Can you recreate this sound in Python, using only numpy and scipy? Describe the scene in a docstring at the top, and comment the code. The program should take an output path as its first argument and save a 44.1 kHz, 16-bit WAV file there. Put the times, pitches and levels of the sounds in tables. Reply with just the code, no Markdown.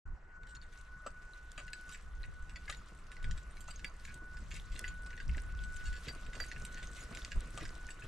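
"""Light wind rumbles on the microphone and a thin far-off whine, like a machine's, fades in and out.
From 0.4 s two draft horses pull a cart across a snowy field towards the listener: harness chains
clink and rattle, snow crunches. From 1 s the wooden pole knocks, from 1.6 s hooves thud, and from
3.7 s a struck steel ring sings now and then. The tread is loudest near 6.6 s."""
import sys
import numpy as np
from scipy import signal
from scipy.io import wavfile
from scipy.ndimage import uniform_filter1d

SR = 44100
rng = np.random.default_rng(int(sys.argv[2]) if len(sys.argv) > 2 else 0)


def file_out(sig):
    """Save sig as 16-bit WAV at sys.argv[1]."""
    # one column per channel
    cols = np.atleast_2d(sig).T
    # limit, then scale
    lim = np.clip(cols, -1, 1)
    pcm = np.round(lim * 32767).astype(np.int16)
    wavfile.write(sys.argv[1], SR, pcm)


N = 355887
TIME = np.arange(N) / SR
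TAIL = TIME[:SR // 6]

# Noise spectra. Each row: frequency in Hz, relative density in dB.
BREEZE_SPECTRUM = [(18, 6), (28, 2), (42, -3.5), (58, -1), (80, -17.5), (115, -18), (170, -19.5),
                   (280, -37)]
GUST_SPECTRUM = [(18, 4.5), (35, -1.5), (55, 0.5), (80, -16), (120, -23), (200, -33.5), (400, -47)]
FLAP_SPECTRUM = [(45, -16), (75, 4), (110, -7.5), (170, -10), (260, -38)]
AIR_SPECTRUM = [(60, 13.5), (200, 2), (450, 3.5), (850, 1), (1080, 10), (1400, 8.5), (1900, 1.5),
                (3000, -18.5), (7500, -18), (10000, -33.5)]
CRUST_SPECTRUM = [(1200, -6.5), (1750, 1.5), (2200, 3), (3000, -2), (4200, -3), (5400, -7), (7500, -6.5),
                  (9500, -14), (12500, -15), (15000, -37)]
PACK_SPECTRUM = [(100, 8.5), (170, 4.5), (300, 1.5), (600, -0.5), (850, -17.5), (1200, 0.5), (1700, -5.5),
                 (2600, -30)]
THUD_SPECTRUM = [(110, -4), (170, 0), (260, -3), (430, -7), (700, -14), (1200, -30)]
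# Stereo image of the noises. Each row: frequency in Hz, left-right correlation.
CORRELATION = [(30, 1), (250, 0.83), (1000, 0.74), (2000, 0.48), (8000, 0.68), (12000, 1)]
# Level curves: wind between gusts, far tone, nearing tread. Each row: time in seconds, level in dB.
BREEZE_CURVE = [(0, -53), (1.5, -52), (4, -48.5), (6.1, -46.5), (8.05, -48.5)]
WHINE_CURVE = [(.06, -59), (.2, -70), (.3, -59.5), (.52, -55.5), (.72, -65), (1.35, -55.5), (1.5, -61.5),
               (1.6, -55.5), (1.92, -53.5), (1.99, -70), (2.13, -60.5), (2.42, -61), (3.1, -65.5),
               (3.17, -57), (3.3, -54), (3.4, -64.5), (3.65, -61), (4.05, -65), (4.2, -52.5), (4.38, -52.5),
               (4.44, -65), (4.75, -61), (4.85, -51), (5.15, -53.5), (5.22, -60.5), (5.52, -56),
               (5.62, -50.5), (5.96, -51), (6.03, -66), (6.15, -58.5), (6.78, -53), (7.05, -62), (7.2, -56),
               (7.4, -62.5), (7.9, -54), (7.97, -62)]
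TREAD_CURVE = [(.38, -100), (.48, -81), (1.4, -74), (2.4, -74), (3.5, -70.5), (4.3, -72.5), (5.6, -68),
               (6.6, -64.5), (8.05, -66)]
# Gusts. Each row: peak time in seconds, level in dB, half-width in seconds.
WIND_GUSTS = [(0.106, -39.5, 0.055), (2.224, -42, 0.17), (3.298, -32.5, 0.069), (4.545, -46, 0.21),
              (4.73, -43.5, .03), (4.916, -47, 0.07), (5.313, -32.5, 0.069), (5.585, -41, 0.16),
              (5.895, -38, 0.077), (6.594, -45.5, 0.04), (7.373, -29.5, 0.022), (7.663, -43.5, 0.058)]
# Chain clinks. Each row: start in seconds, level in dB, tilt in dB per register, slack in seconds.
CHAIN_CLINKS = [(.433, -67.5, -5.5, 0.0024), (0.47, -64, 3.5, 0.031), (0.551, -60, 3, 0.01),
                (0.623, -64, -2.5, 0.016), (0.726, -69, -3, 0.011), (1.065, -56, 2.5, 0.011),
                (1.517, -64.5, 5, 0.0018), (1.578, -50, -2, 0.017), (1.68, -58.5, -6.5, 0.0056),
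                (1.732, -49, -1.5, 0.0031), (1.892, -59.5, 3, 0.0096), (1.924, -56.5, 6, 0.019),
                (1.946, -55, -11, 0.011), (2.238, -56.5, -13, 0.011), (2.495, -61.5, -1, 0.0089),
                (2.559, -52.5, -7, 0.0095), (2.68, -51, -17, 0.015), (2.699, -47, -2, 0.0049),
                (2.725, -50.5, -9.5, 0.0096), (3.117, -59, -6, 0.0094), (3.167, -59.5, -12, 0.003),
                (3.228, -64, 0, .004), (3.243, -52, -8, 0.0058), (3.311, -53, -2, 0.0043),
                (3.377, -60, -1.5, 0.0073), (3.569, -60.5, -5.5, 0.0077), (3.606, -60, 9, 0.0096),
                (3.679, -58, 2.5, 0.017), (3.708, -57, 4, 0.0066), (3.794, -62, -2, 0.0074),
                (3.845, -44.5, -9.5, 0.0067), (4.051, -55, -5.5, 0.0028), (4.076, -56, -16, .028),
                (4.142, -61, 9, .005), (4.37, -60.5, -5.5, 0.0067), (4.514, -52, -4, 0.014),
                (4.552, -55, -4, 0.029), (4.719, -61, -2, 0.017), (4.756, -56, -3.5, 0.029),
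                (4.792, -52, -1, 0.004), (4.842, -46, -16, 0.0083), (4.879, -53.5, -0.5, 0.0076),
                (5.062, -60.5, -0.5, 0.0072), (5.105, -59, -8.5, 0.0053), (5.13, -59, -14, 0.0074),
                (5.177, -55, -11, .009), (5.201, -50, -12.5, 0.0092), (5.294, -55, -14, 0.0049),
                (5.347, -54.5, -24, 0.0064), (5.38, -52.5, -10.5, 0.0063), (5.638, -58.5, 3, .007),
                (5.764, -61, 10, 0.0032), (5.856, -55, 0.5, 0.02), (5.929, -54, -3, 0.039),
                (6.083, -48, -5.5, 0.0091), (6.264, -61.5, -2, .006), (6.332, -55.5, -7, 0.008),
                (6.352, -56, -3, 0.0084), (6.401, -45, -15, 0.0066), (6.438, -56.5, -12, .004),
                (6.515, -48.5, -10, 0.0083), (6.562, -57, -17, .007), (6.6503, -51.5, 7, .004),
                (6.741, -59, -4, 0.023), (6.774, -54.5, -6.5, 0.026), (6.829, -54.5, -3, 0.0097),
                (7.149, -54.5, 1, 0.0053), (7.172, -52, -5.5, 0.0041), (7.248, -50.5, -1.5, 0.0043),
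                (7.318, -48.5, -6, 0.0083), (7.576, -51.5, 2.5, 0.0054), (7.61, -54, -8, 0.02),
                (7.653, -52.5, -7, 0.0084), (7.888, -54, -20, 0.0035), (7.905, -55, 4.5, 0.0089),
                (8.022, -58.5, -8, .02)]
# Modes of chain hardware, pole and ring. Each row: frequency in Hz, level in dB, T60 in seconds.
LINK_MODES = [(1663, -1, 0.031), (1907, -1.5, 0.027), (2017, -2, 0.042), (2600, 9, 0.0066),
              (2734, 8.5, 0.014), (3445, 2.5, 0.014), (3510, -8.5, 0.066), (3830, -0.5, 0.045),
              (4570, -2, 0.048), (4880, -4, 0.042), (6080, 8, 0.017), (6380, -14, 0.06), (6944, 10, 0.038),
              (7526, 13.5, 0.049), (8270, 4, 0.091), (8750, 4.5, 0.047), (9520, -1.5, 0.047),
              (10740, -12.5, 0.031), (12300, -9, 0.045)]
POLE_MODES = [(244, -8, 0.026), (430, -8, 0.031), (570, 5, 0.017), (605, 3, 0.017), (755, -41, 0.011),
              (1196, -4, 0.052), (1322, -2, 0.032)]
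RING_MODES = [(4667, -6.5, 0.94), (12830, -29, 0.3)]
# Feet dragging through the crust. Each row: peak time in seconds, level in dB.
FOOT_SCUFFS = [(.775, -67), (1.61, -67), (1.8, -68), (1.92, -62), (2.71, -60.5), (3.38, -68), (3.69, -69),
               (4.05, -63), (4.55, -60.5), (4.74, -62.5), (4.86, -63), (5.36, -61.5), (5.8, -62),
               (6.05, -58), (6.44, -58.5), (6.74, -77), (7.0, -58.5), (7.18, -60), (7.6, -60)]
# Ticks of loaded links. Each row: start in seconds, level in dB, pitch in Hz.
LINK_TICKS = [(1.518, -65, 7000), (1.754, -72, 5000), (1.812, -69.5, 9000), (1.894, -67, 10000),
              (2.656, -68, 4500), (2.697, -61, 9200), (2.713, -61, 8900), (2.747, -61, 3970),
              (3.118, -73.5, 9500), (3.847, -65, 10000), (4.542, -64, 5000), (4.598, -61, 3500),
              (4.763, -58, 4000), (4.793, -53, 11000), (5.28, -65, 5450), (5.42, -65.5, 9000),
              (5.591, -62.5, 3400), (6.404, -56.5, 6840), (6.433, -67, 7500), (6.446, -64, 7500),
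              (6.621, -62.5, 6500), (6.654, -60, 8500), (6.745, -61, 6500), (6.872, -62.5, 6000),
              (7.15, -68, 10000), (7.22, -60, 3500), (7.229, -68, 5000), (7.2486, -52, 5000),
              (7.4063, -60, 7840), (7.634, -63.5, 3970), (7.692, -61, 5000), (7.868, -63, 7040)]
# Free-swinging links. Each row: start in seconds, peak in dB, pitch in Hz, T60 in seconds.
LINK_PINGS = [(.567, -50, 4300, 0.03), (0.616, -50, 4480, 0.023), (1.335, -51, 3990, 0.033),
              (1.59, -53, 1960, .1), (1.734, -41, 2600, .025), (2.232, -44, 4070, 0.025),
              (2.771, -57, 6950, 0.094), (3.118, -61, 8750, 0.099), (3.375, -62, 7400, .1),
              (3.51, -59, 8700, .07), (3.606, -60, 12000, .06), (3.705, -52, 8000, 0.061),
              (3.76, -44.5, 6460, 0.036), (4.881, -52, 7100, 0.085), (6.484, -52.5, 6400, 0.1),
              (6.871, -55, 6470, 0.099), (7.007, -48, 6840, 0.074)]
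# Pole knocks. Each row: start in seconds, thud level in dB, clap level in dB, rattle in seconds.
POLE_KNOCKS = [(1.062, -48.5, -45.5, 0.014), (1.58, -60, -53.5, 0.033), (2.694, -64, -50, 0.015),
               (3.683, -76, -55, 0.017), (6.405, -57, -58, 0.021), (7.574, -56.5, -50.5, .015)]
# Hoof landings. Each row: start in seconds, level in dB.
FOOTFALLS = [(1.576, -57.5), (2.702, -53.5), (2.919, -56), (3.24, -53.5), (3.84, -54.5), (4.152, -54.5),
             (4.215, -53.5), (4.535, -56.5), (4.75, -51.5), (4.815, -51.5), (5.37, -50.5), (6.071, -46.5),
             (6.279, -53), (6.367, -46.5), (6.62, -49), (6.749, -56.5), (7.109, -45), (7.355, -48),
             (7.54, -48), (7.622, -44.5), (8.036, -47)]
# Blows on the steel ring. Each row: start in seconds, level in dB, free ringing time in seconds.
RING_STRIKES = [(3.704, -46, .01), (3.845, -48.5, .037), (4.844, -52.5, .027), (6.082, -41, .027),
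                (6.399, -36, .033)]
# Register edges in Hz, low to high.
CHAIN_BANDS_HZ = [1450, 2400, 5200, 13000]
POLE_BANDS_HZ = [185, 780, 1800]


def from_db(db):
    """Decibels to gain."""
    return 10 ** (np.asarray(db) / 20)


def unit_rms(x):
    """Scale to rms 1."""
    return x / np.sqrt(np.mean(x ** 2) + 1e-20)


def unit_blow(x, span_s=.03):
    """Scale to the energy of rms 1 held for span_s."""
    return x / np.sqrt(np.sum(np.atleast_2d(x).mean(axis=0) ** 2) / (span_s * SR) + 1e-20)


def evened(x):
    """Hold rms near 1 over each 0.1 s."""
    return x / np.sqrt(uniform_filter1d(np.mean(x ** 2, axis=0), size=SR // 10))


def in_time(curve):
    """A curve at every sample."""
    return np.interp(TIME, *np.transpose(curve))


def at_hz(points, hz):
    """Interpolate on a log-frequency axis."""
    points_hz, values = np.transpose(points)
    return np.interp(np.log(hz), np.log(points_hz), values)


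def band(x, low_hz, high_hz, order=2):
    """Butterworth band-pass."""
    sos = signal.butter(order, [low_hz, min(high_hz, .45 * SR)], "band", fs=SR, output="sos")
    return signal.sosfilt(sos, x)


def add(out, start_s, sound):
    """Mix a sound in at start_s."""
    i = max(round(start_s * SR), 0)
    out[:, i:i + sound.shape[-1]] += sound[..., :N - i]


def place(x, spread_db):
    """Random pan."""
    return x * from_db(rng.normal(0, spread_db) * np.array([[.5], [-.5]]))


def drift(rate_hz):
    """Slow random wander, rms 1."""
    hop, settle = 40, 2000
    r = np.exp(-2 * np.pi * rate_hz * hop / SR)
    slow = signal.lfilter([1], [1, -2 * r, r * r], rng.standard_normal(N // hop + settle + 2))[settle:]
    return np.interp(np.arange(N) / hop, np.arange(len(slow)), unit_rms(slow))


def colour(drive, spectrum, flicker_db):
    """Shape two mid-side pairs in half-octave bands, each flickering alone; stereo, rms 1."""
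    out, edges_hz = 0, 2 ** np.arange(4, 14.1, .5)
    for k, (low_hz, high_hz) in enumerate(zip(edges_hz, edges_hz[1:])):
        if high_hz < spectrum[0][0] or low_hz > spectrum[-1][0]:
            continue
        hz = np.sqrt(low_hz * high_hz)
        mid, side = band(drive[k % 2], low_hz, high_hz, order=3)
        alike = at_hz(CORRELATION, hz)
        gain = from_db(at_hz(spectrum, hz) + flicker_db * drift(20))
        out = out + gain * (np.sqrt(1 + alike) * mid + np.sqrt(1 - alike) * side * [[1], [-1]])
    return unit_rms(out)


def noise(spectrum, flicker_db):
    """Coloured Gaussian stereo noise."""
    return colour(rng.standard_normal((2, 2, N)), spectrum, flicker_db)


def grains(per_s, spread_db):
    """Random clicks, many small, few large."""
    sizes = from_db(spread_db * np.minimum(rng.exponential(1, N), 4))
    return (rng.random(N) < per_s / SR) * sizes * rng.choice([-1, 1], N)


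def surges(rows, rise_s, fall_s):
    """Summed power of events that build to a peak and die away."""
    power = 0
    for peak_s, db in rows:
        distance = np.maximum((peak_s - TIME) / rise_s, (TIME - peak_s) / fall_s)
        power = power + (from_db(db) * np.exp(-np.minimum(distance, 20))) ** 2
    return power


def damped(hz, db, t60_s):
    """One decaying mode."""
    return from_db(db - 60 * TAIL / t60_s) * np.sin(2 * np.pi * hz * TAIL)


def struck(modes, vary_db, detune, crack_db, crack_s, t60_scale=1):
    """One contact: a brief crack plus modes that vary from piece to piece."""
    hz, db, t60_s = np.transpose(modes)[:, :, None]
    strength, shift, phase = rng.standard_normal((3, len(modes), 1))
    swing = np.sin(2 * np.pi * (hz * (1 + detune * shift) * TAIL + phase))
    envelopes = from_db(db + vary_db * strength - 60 * TAIL / (t60_s * t60_scale))
    crack = band(rng.standard_normal(len(TAIL)), modes[0][0], 7800) * np.exp(-TAIL / crack_s)
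    return unit_blow(np.sum(envelopes * swing, axis=0)) + from_db(crack_db) * unit_blow(crack)


def rattled(sound, length_s, bounce_db, count=6):
    """A first contact, then bounces at uneven gaps."""
    share = (np.arange(count) + rng.random(count)) / count
    delays = (share * min(length_s, .1) * SR).astype(int) + 1
    sizes = from_db(bounce_db) * rng.uniform(.5, 1.5, count) * (1 - share / 2)
    contacts = np.zeros(len(TAIL))
    contacts[0] = 1
    contacts[delays] = sizes * rng.choice([-1, 1], count)
    return signal.fftconvolve(contacts, sound)[:len(TAIL)]


def voiced(blow, levels_db, edges_hz):
    """The spot struck sets the level of each register; panned at random."""
    bands = zip(levels_db, edges_hz, edges_hz[1:])
    registers = [from_db(db) * unit_blow(band(blow, low, high, order=3)) for db, low, high in bands]
    return place(sum(registers), spread_db=2.5)


def wind():
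    """Air rumbles at both microphone ports; gusts swell and pass, the hardest ones flap."""
    breeze = from_db(in_time(BREEZE_CURVE) + 2.14 * drift(9.7))
    breeze = breeze * evened(noise(BREEZE_SPECTRUM, flicker_db=2.5))
    gusts = sum(from_db(db) * np.exp(-np.minimum(((TIME - peak_s) / half_s) ** 2, 20))
                for peak_s, db, half_s in WIND_GUSTS)
    eddies = noise(GUST_SPECTRUM, flicker_db=1.5)
    eddies += .42 * noise(GUST_SPECTRUM, flicker_db=1.5) * [[1], [-1]]
    flapping = from_db(-39) * (gusts / gusts.max()) ** 2 * evened(noise(FLAP_SPECTRUM, flicker_db=3.5))
    return breeze + gusts * evened(eddies) + flapping


def still_air():
    """Faint hush of the open field."""
    return from_db(-63.5) * noise(AIR_SPECTRUM, flicker_db=3)


def whine(pitch_hz=1479.6, flutter_db=5.5, flutter_hz=11.6, sag_db=2):
    """A far tone swells and sinks as the air moves; the weaker it is, the more it flutters."""
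    level_db = in_time(WHINE_CURVE)
    weakness = (level_db.max() - level_db) / np.ptp(level_db)
    level_db += weakness * (flutter_db * drift(flutter_hz) - sag_db)
    phase = 2 * np.pi * np.cumsum(pitch_hz + drift(2.52)) / SR
    channels = [from_db(level_db + drift(2.5)) * np.sin(phase + .35 * drift(1.2)) for _ in range(2)]
    return np.sqrt(2) * np.array(channels)


def chains(full_slack_s=.02, middle_db=3, take_up_s=.0022, take_up_db=-6.5):
    """Taut chain snaps and is damped at once; slack chain bounces and rings."""
    out = np.zeros((2, N))
    for start_s, db, tilt_db, slack_s in CHAIN_CLINKS:
        slack = np.clip(slack_s / full_slack_s, .2, 1.5)
        contact = struck(LINK_MODES, vary_db=4.5, detune=.04, crack_db=-10, crack_s=.0012,
                         t60_scale=slack ** .5)
        blow = rattled(contact, 1.5 * slack_s, bounce_db=-2 + 12.5 * np.log10(slack))
        registers_db = np.array([-tilt_db, middle_db, tilt_db])
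        registers_db = registers_db - 10 * np.log10(np.sum(from_db(registers_db) ** 2))
        clink = voiced(blow, db + registers_db, CHAIN_BANDS_HZ)
        # Links touch lightly just before they snap taut.
        touch = from_db(take_up_db) * min(slack, 1) * clink
        add(out, start_s - take_up_s * rng.uniform(.5, 2.2), touch)
        add(out, start_s, clink)
    return out


def crust(crunch_db, crackles_per_s=700, crackle_db=-5):
    """The crust breaks in clumps of dry crackles over a spray of loose snow."""
    clumps = from_db(4 * drift(8))
    crackles = from_db(crackle_db) * unit_rms(grains(crackles_per_s * clumps, spread_db=3))
    drive = rng.standard_normal((2, 2, N)) + crackles * np.array([[1], [0]])  # crackles in mid only
    return from_db(crunch_db + 2.5 + .96 * drift(9)) * colour(drive, CRUST_SPECTRUM, flicker_db=2.5)


def snow_packing(tread_db, nearest_db=-60.5, under_hoof_db=-11):
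    """Snow creaks as it packs under the steady tread and each footfall."""
    tread = from_db(nearest_db + 1.13 * (tread_db - tread_db.max()))
    hoof_power = from_db(under_hoof_db) ** 2 * surges(FOOTFALLS, rise_s=.033, fall_s=.13)
    slips = np.array([[grains(per_s=900, spread_db=6) for _ in range(2)] for _ in range(2)])
    return np.sqrt(tread ** 2 + hoof_power) * colour(slips, PACK_SPECTRUM, flicker_db=0)


def jingle(crunch_db, per_s=45, offset_db=-3, spread_db=13, count=30):
    """Small links touch at random, left of centre, harder when the team pulls."""
    links = [unit_blow(struck(LINK_MODES, vary_db=5, detune=.11, crack_db=-6, crack_s=.001,
                              t60_scale=.6)) for _ in range(count)]
    out = np.zeros((2, N))
    for when, size, which, left in rng.random((int(per_s * N / SR), 4)):
        gain = from_db(crunch_db[int(when * N)] + offset_db + spread_db * (size - 1))
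        pan = from_db(7.1 * left * np.array([[1], [-1]]))
        add(out, when * N / SR, gain * pan * links[int(which * count)])
    return out


def tick(hz, decay_cycles=3.1, crack_db=1, crack_s=.0011):
    """A link held tight by its neighbours gives one dry tick."""
    t = TAIL[:SR // 100]
    body = np.sin(2 * np.pi * hz * t) * np.exp(-hz * t / decay_cycles)
    crack = rng.standard_normal(len(t)) * np.exp(-t / crack_s)
    contact = unit_blow(body) + from_db(crack_db) * unit_blow(crack)
    return unit_blow(band(contact, hz / 2, min(1.3 * hz, 11000), order=3))


def loaded_links(crunch_db, per_s=20, offset_db=-1.5, spread_db=11):
    """Links shift singly under load: fine ticks that follow the crunch, and a few sharp ones."""
    out = np.zeros((2, N))
    for when, softness, pitch in rng.random((int(per_s * N / SR), 3)):
        gain = from_db(crunch_db[int(when * N)] + offset_db - spread_db * softness ** .5)
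        add(out, when * N / SR, place(gain * tick(3000 * 3.3 ** pitch), spread_db=3))
    for start_s, db, hz in LINK_TICKS:
        add(out, start_s, from_db(db) * tick(hz))
    return out


def free_links():
    """Links swing free and ring on as clear tones."""
    out = np.zeros((2, N))
    for start_s, db, hz, t60_s in LINK_PINGS:
        add(out, start_s, place(damped(hz, db, t60_s), spread_db=3))
    return out


def pole():
    """Wooden pole and yoke knock and judder against their irons."""
    out = np.zeros((2, N))
    for start_s, thud_db, clap_db, rattle_s in POLE_KNOCKS:
        contact = struck(POLE_MODES, vary_db=1, detune=.005, crack_db=-5, crack_s=.006)
        judder = rattled(contact, rattle_s, bounce_db=-4)
        add(out, start_s, voiced(judder, [thud_db, clap_db], POLE_BANDS_HZ))
    return out


def hooves(push_hz=120, push_rise_s=.0068, push_db=-1, thud_rise_s=.002, thud_fall_s=.016):
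    """Each hoof lands with a dull thud and a low push as the ground gives."""
    push_envelope = TAIL / push_rise_s * np.exp(1 - TAIL / push_rise_s)
    push = from_db(push_db) * push_envelope * np.sin(2 * np.pi * push_hz * TAIL)
    thud_envelope = (1 - np.exp(-TAIL / thud_rise_s)) * np.exp(-TAIL / thud_fall_s)
    weight, pushes = np.zeros((2, 1, N))
    for start_s, db in FOOTFALLS:
        add(pushes, start_s, from_db(db) * push)
        add(weight, start_s, from_db(db) * thud_envelope)
    return pushes + weight * noise(THUD_SPECTRUM, flicker_db=2)


def steel_ring(rise_s=.004, catch_s=.0035, tail_db=-15):
    """A struck harness ring sings until the strap catches it; a faint tail sounds on."""
    tone = sum(damped(*mode) for mode in RING_MODES) * (1 - np.exp(-TAIL / rise_s))
    tail = from_db(tail_db) * (1 - TAIL / TAIL[-1])
    out = np.zeros((2, N))
    for start_s, db, free_s in RING_STRIKES:
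        caught = np.exp(-np.maximum(TAIL - free_s, 0) / catch_s)
        add(out, start_s, place(from_db(db) * tone * (caught + tail), spread_db=6))
    return out


def field(x, wet_db=-10.5, decay_s=.022):
    """Snow swallows most reflections; horses and trees return a faint scatter."""
    scatter = band(rng.standard_normal((2, len(TAIL))), 310, 9800) * np.exp(-TAIL / decay_s)
    scatter /= np.sqrt(np.sum(scatter ** 2) / 2)
    return x + from_db(wet_db) * signal.fftconvolve(x, scatter, axes=1)[:, :N]


def scene():
    """Wind, air and whine behind the nearing team."""
    tread_db = in_time(TREAD_CURVE)
    scuff_power = surges(FOOT_SCUFFS, rise_s=.049, fall_s=.069)
    crunch_db = 10 * np.log10(from_db(tread_db) ** 2 + scuff_power)
    harness = field(chains() + jingle(crunch_db) + pole())
    harness += loaded_links(crunch_db) + free_links() + steel_ring()
    steps = crust(crunch_db) + snow_packing(tread_db) + hooves()
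    return wind() + still_air() + whine() + harness + steps


def record(dry, open_s=.054, fade_s=.006, cutoff_hz=14200):
    """The microphone opens; the left port lags a fraction of a sample; the top is cut."""
    left, right = dry * np.clip((TIME - open_s) / fade_s, 0, 1)
    left = signal.lfilter([.24, 1], [1, .24], left)  # all-pass delay
    return signal.sosfilt(signal.ellip(10, .2, 70, cutoff_hz, fs=SR, output="sos"), [left, right])


dry = scene()
out = record(dry)
file_out(out)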